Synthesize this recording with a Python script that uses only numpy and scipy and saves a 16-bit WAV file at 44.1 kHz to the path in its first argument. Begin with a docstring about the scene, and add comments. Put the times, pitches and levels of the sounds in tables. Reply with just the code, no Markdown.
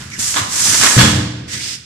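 """A hard-walled workshop, a stereo pair close to a bench scale. A filled plastic bag is swung over:
the grip squeaks, the loose contents slide, hiss and slap, and the film crumples. About a second in,
the bag drops on the scale, setting scale and room booming while the contents rattle the steel pan.
Handling and landing give dull low thumps; the handler steps away with a soft scuff over room tone."""
import sys
import numpy as np
from scipy import signal
from scipy.fft import rfft, irfft
from scipy.io import wavfile
from scipy.ndimage import uniform_filter1d

SR = 44100
rng = np.random.default_rng(int(sys.argv[2]) if len(sys.argv) > 2 else 0)


def file_out(sig):
    """Save sig as 16-bit WAV at sys.argv[1]."""
    # one column per channel
    cols = np.atleast_2d(sig).T
    # limit, then scale
    lim = np.clip(cols, -1, 1)
    pcm = np.round(lim * 32767).astype(np.int16)
    wavfile.write(sys.argv[1], SR, pcm)


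N = 81585
T = np.arange(N) / SR

# the bag lands and settles on the scale (t/s, level/dB, contact/s)
BLOWS = [(.967, -9, 0.0013), (1.0313, -12, .001), (1.1247, -15.5, .0045)]
# low modes of scale and room (f/Hz, level/dB, t60/s)
BOOM_MODES = [(77, -17, 1.0), (93.6, -9, .95), (119.7, -5, 1.1), (139.7, -2, .3), (180.7, 0, .7),
              (218.2, -5, .85), (299.4, -7, 1.0), (330.6, -17, .9), (368.7, -24, .9), (415.7, -15, 0.47),
              (492.2, -13, 1.1), (540.5, -18, .8)]
# the contents sliding (t/s, level/dB)
SLIDE_LEVEL = [(0, -36.5), (.09, -45.5), (.182, -36), (.194, -19), (.28, -19), (.33, -21), (.4, -22),
               (.43, -40), (.49, -32), (.53, -19.5), (.6, -15), (.66, -14), (.77, -15), (.84, -12),
               (.95, -17), (1.03, -17), (1.12, -27), (1.25, -58), (1.4, -59.5)]
# their hiss on the film (f/Hz, level/dB)
SLIDE_SPECTRUM = [(50, -50), (130, -29), (400, -22.5), (800, -18), (1600, -12), (2800, -11.5), (4300, -7.5),
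                  (5600, -2.5), (7500, 0), (10000, -9), (12000, -15.5), (14500, -23.5)]
# the contents slap the film (t/s, rise/s, hold/s, release/s, level/dB)
SLAPS = [(.101, .001, .001, .01, -33), (.366, .003, .025, .06, -25), (.992, .004, .026, .06, -17),
         (1.155, .004, .008, .06, -29)]
# colour of a slap (f/Hz, level/dB)
SLAP_SPECTRUM = [(500, -14), (1500, -3), (3300, 0), (5000, -3), (7500, -2), (11000, -10), (14500, -20)]
# the film crumples (t/s, rise/s, hold/s, release/s, level/dB)
CRUMPLES = [(0.0, .004, 0.019, .15, -35), (0.34, .001, .003, .016, -20.5), (0.349, 0.017, 0.032, .08, -18),
            (0.516, 0.015, 0.075, 0.12, -30), (0.656, 0.003, 0.097, 0.13, -23.5),
            (0.79, 0.038, 0.045, 0.09, -12.5), (0.901, 0.011, .05, 0.13, -21.5),
            (0.972, 0.016, 0.028, 0.077, -7.5), (1.033, 0.011, 0.017, 0.4, -17)]
# colour of its crackle (f/Hz, level/dB)
FILM_SPECTRUM = [(60, -17), (150, -8), (280, -1), (500, -6), (750, -4), (1100, -1), (1700, 1), (2500, -4.5),
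                 (3400, -2), (5500, -8.5), (8000, -13.5), (11000, -43), (14500, -32)]
# falling contents rattle the pan (t/s, rise/s, hold/s, release/s, level/dB)
RATTLES = [(0.99, 0.0091, 0.026, .06, -16.5), (1.043, 0.0085, 0.025, 0.14, -27)]
# ring of the steel pan (f/Hz, level/dB, t60/s)
PAN_MODES = [(1160, -8, .7), (1522, -4, 0.26), (1630, -7, .3), (2202, -3, 0.28), (3357, 1.5, .45),
             (3490, -1, .7), (3560, -5, .6), (4140, -6, .4), (5530, -5, 0.61)]
# low thumps as the bag is handled, lands and settles (t/s, rise/s, hold/s, release/s, level/dB)
THUMPS = [(0, 0.011, 0.058, 0.086, -39), (0.177, 0.0046, 0.015, 0.052, -30.5),
          (0.394, 0.0088, .02, 0.21, -29), (0.603, 0.0074, 0.019, 0.059, -32),
          (0.676, 0.0074, 0.026, 0.073, -30), (0.785, 0.0068, .03, .1, -33), (0.957, 0.012, .06, .25, -20),
          (1.141, .01, 0.044, 0.26, -21.5), (1.405, 0.0095, 0.032, .05, -34),
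          (1.517, 0.011, .04, 0.52, -37)]
# colour of a thump (f/Hz, level/dB)
THUMP_SPECTRUM = [(25, -25), (50, -21), (80, -7), (120, 0), (200, -5.5), (320, -12), (600, -23.5),
                  (1500, -37), (6000, -80)]
# the step away (t/s, level/dB)
SCUFF_LEVEL = [(1.465, -64), (1.485, -33), (1.54, -23.5), (1.6, -28), (1.64, -24), (1.73, -26.5),
               (1.75, -28), (1.77, -35.5), (1.85, -70)]
# colour of its friction (f/Hz, level/dB)
SCUFF_SPECTRUM = [(150, -20), (330, -9), (700, -21.5), (1300, -15.5), (1900, -6.5), (3000, -3.5),
                  (4200, -3), (5100, -0.5), (6300, -2.5), (8300, -4.5), (11000, -18), (14500, -26)]
# its resonance as the foot turns (t/s, f/Hz)
SCUFF_RESONANCE = [(1.5, 2102), (1.56, 1902), (1.615, 2294), (1.635, 4895), (1.75, 5300)]
# the grip slips (t/s, rise/s, hold/s, release/s, level/dB, starting f/Hz)
SQUEAKS = [(.113, .004, .004, .06, -33, 2400), (.128, .008, 0.015, .09, -31, 2200),
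           (0.161, 0.0055, .008, 0.076, -38, 2920)]
# workshop room tone (f/Hz, level/dB)
TONE_SPECTRUM = [(25, -22), (50, -7), (80, 7), (130, 1.5), (300, -7.5), (700, -29.5), (1500, -7.5),
                 (3000, -15.5), (5500, -15.5), (9000, -49), (14500, -55)]
# its rise and fall (t/s, level/dB)
TONE_LEVEL = [(0, 3.5), (1.0, -1), (1.6, -0.5), (1.85, -9)]
# reverberation off the hard walls (f/Hz, t60/s)
ROOM_DECAY = [(100, 0.96), (400, 1), (1500, 0.78), (4000, 0.85), (7000, 0.66), (12000, 0.43)]
# likeness of the two microphones (f/Hz, correlation before it is capped just below 1)
PAIR_LIKENESS = [(60, 2.5), (130, 1.1), (220, 1.4), (380, 0.27), (700, -0.24), (1300, 0.61), (3000, 0)]
# left microphone minus right (f/Hz, level/dB)
PAIR_BALANCE = [(200, 0), (400, -1.5), (720, 4), (1150, -1), (1750, -6), (2700, -3), (4100, -4),
                (5300, -8.5), (6800, -4.5), (8500, 2.5), (11000, 1.5), (14500, -1)]


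def landing():
    """The bag's mass bounces on the sprung pan; each soft blow rings the low modes, dead centre."""
    touchdown, bounce_hz = BLOWS[0][0], 126.5
    bounce = np.sin(2 * np.pi * bounce_hz * (T - touchdown))
    out = swell(touchdown, rise=.011, hold=.032, release=.135, db=-5.5) * bounce
    for start, blow_db, contact in BLOWS:
        age = np.maximum(T - start, 0)
        onset = 1 - np.exp(-age / contact)
        for hz, db, t60 in BOOM_MODES:
            ring = np.sin(2 * np.pi * hz * age) * decay(age, t60) * onset
            out += amp(blow_db + db) * ring / (1 + (hz * contact) ** 2)  # longer contact is duller
    return out


def contents():
    """Loose filling slides along the inside of the bag, and slaps the film when it is stopped."""
    slide = level(SLIDE_LEVEL) * grains(SLIDE_SPECTRUM, per_s=14000, spread_db=2, flutter_db=1)
    slaps = swells(SLAPS) * grains(SLAP_SPECTRUM, per_s=6000, spread_db=2.5, flutter_db=1)
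    return slide + slaps


def film():
    """The plastic crackles in bursts as it folds, and gives one hollow flap on the swing."""
    crackle = swells(CRUMPLES) * grains(FILM_SPECTRUM, per_s=2500, spread_db=2.5, flutter_db=1)
    hollow = resonant_noise(hz=1089.5, width_hz=300)
    return crackle + swell(start=.365, rise=.003, hold=.018, release=.05, db=-21) * hollow


def pan_rattle():
    """A shower of small impacts rings the steel pan."""
    age = T[:SR]
    ring = sum(amp(db) * np.sin(2 * np.pi * hz * age) * decay(age, t60) for hz, db, t60 in PAN_MODES)
    shower = swells(RATTLES) * noise()
    return signal.fftconvolve(shower, ring[None] / np.linalg.norm(ring), axes=1)[:, :N]


def thumps():
    """Dull low thumps from handling and from the bag landing and settling on the scale."""
    return swells(THUMPS) * coloured(noise(), THUMP_SPECTRUM)


def scuff():
    """Fine friction of sole and clothes, with a resonance that jumps upward as the foot turns."""
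    peak_hz = np.interp(T, *np.transpose(SCUFF_RESONANCE))
    resonance = amp(-7.5) * resonant_noise(peak_hz, width_hz=700)
    friction = grains(SCUFF_SPECTRUM, per_s=12000, spread_db=0, flutter_db=.5)
    return level(SCUFF_LEVEL) * (friction + resonance)


def grip_squeaks():
    """The grip slips on the plastic in short rough squeaks that fall in pitch."""
    sag_hz_per_s = 9060
    hiss = amp(-4) * resonant_noise(hz=5900, width_hz=2400)
    out = np.zeros((2, N))
    for start, rise, hold, release, db, hz in SQUEAKS:
        pitch = hz - sag_hz_per_s * np.clip(T - start, 0, release)
        out += swell(start, rise, hold, release, db) * (resonant_noise(pitch, width_hz=450) + hiss)
    return out


def in_room(x, room_db):
    """The direct sound plus a diffuse tail off the walls, whose treble dies first."""
    hz, t, spectra = signal.stft(paired(rng.standard_normal((2, SR))), SR, nperseg=256)
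    tail = signal.istft(spectra * decay(t, read(ROOM_DECAY, hz)[:, None]), SR, nperseg=256)[1]
    tail[:, :200] = 0  # 4.5 ms before the first reflection
    return x + amp(room_db) * signal.fftconvolve(x, tail / np.linalg.norm(tail[0]), axes=1)[:, :N]


def room_tone():
    """The workshop's low rumble and faint hiss, sinking at the end."""
    return amp(-39.5) * level(TONE_LEVEL) * coloured(noise(), TONE_SPECTRUM)


def grains(spectrum, per_s, spread_db, flutter_db):
    """Tiny clumped impacts of uneven size, scattered on their way to each microphone."""
    sizes = amp(spread_db * np.minimum(rng.exponential(1, N), 4.5))
    impacts = sizes * (rng.random(N) < per_s / SR)
    clumps = unit(uniform_filter1d(rng.standard_normal(N), size=400))
    energy = abs(signal.lfilter([1], [1, -.9], impacts ** 2))  # each impact gets a brief tail
    return coloured(noise() * np.sqrt(energy) * amp(flutter_db * clumps), spectrum)


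def resonant_noise(hz, width_hz):
    """Noise in a steep resonance that may move, at rms 1."""
    pole = np.exp(-np.pi * width_hz / SR)
    wander = signal.lfilter([1], [1, -2 * pole, pole * pole], noise() + 1j * noise())
    carrier = np.exp(2j * np.pi * np.cumsum(hz * np.ones(N)) / SR)
    return unit((wander * carrier).real)


def paired(x):
    """Makes two unrelated channels alike in the bass, as the microphone pair hears them."""
    mid, side = rfft(x)
    hz = np.fft.rfftfreq(x.shape[1], 1 / SR)
    angle = np.arccos(np.clip(read(PAIR_LIKENESS, hz), -1, .988)) / 2
    return irfft(mid * np.cos(angle) + np.array([[1], [-1]]) * side * np.sin(angle), x.shape[1])


def coloured(x, spectrum):
    """Pairs two channels and gives them a spectrum, at rms 1."""
    gain = amp(read(spectrum, np.fft.rfftfreq(N, 1 / SR)))
    return unit(irfft(rfft(paired(x)) * gain, N))


def swell(start, rise, hold, release, db):
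    """Linear rise, hold, then a fall of 60 dB per release time."""
    age = T - start
    return amp(db) * np.clip(age / rise, 0, 1) * decay(np.maximum(age - rise - hold, 0), release)


def swells(rows):
    """One envelope from a table of swells."""
    return sum(swell(*row) for row in rows)


def decay(age, t60):
    """Gain that falls 60 dB in t60 seconds."""
    return np.exp(-np.log(1000) * age / t60)


def level(points):
    """Gain over time from a level curve."""
    return amp(np.interp(T, *np.transpose(points)))


def read(points, hz):
    """Reads a table on a log-frequency axis."""
    f, value = np.transpose(points)
    return np.interp(np.log(hz + 1), np.log(f + 1), value)


def noise():
    """Two unrelated channels of white noise."""
    return rng.standard_normal((2, N))


def amp(db):
    """Decibels to gain."""
    return 10 ** (np.asarray(db) / 20)


def unit(x):
    """Scales to rms 1."""
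    return x / np.sqrt(np.mean(x ** 2) + 1e-20)


def scene():
    """Bag, scale and handler as heard from beside the bench."""
    background = room_tone()
    bag = in_room(contents(), room_db=-3.5) + in_room(film(), room_db=-4.5)
    bag += in_room(thumps(), room_db=-4)
    handler = in_room(scuff() + grip_squeaks(), room_db=-12)
    return landing() + pan_rattle() + bag + handler + background


def record(dry):
    """Two microphones of unequal colour, soft overload near full scale, and a treble limit."""
    knee, edge_hz = .98, 14500
    balance_db = read(PAIR_BALANCE, np.fft.rfftfreq(2 * N, 1 / SR)) * np.array([[.5], [-.5]])
    mics = irfft(rfft(dry, 2 * N) * amp(balance_db))[:, :N]
    clean = np.clip(mics, -knee, knee)
    limited = clean + (1 - knee) * np.tanh((mics - clean) / (1 - knee))
    lowpass = signal.firwin(401, edge_hz, window=("kaiser", 8), fs=SR)
    return signal.oaconvolve(limited, lowpass[None], "same")


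dry = scene()
out = record(dry)
file_out(out)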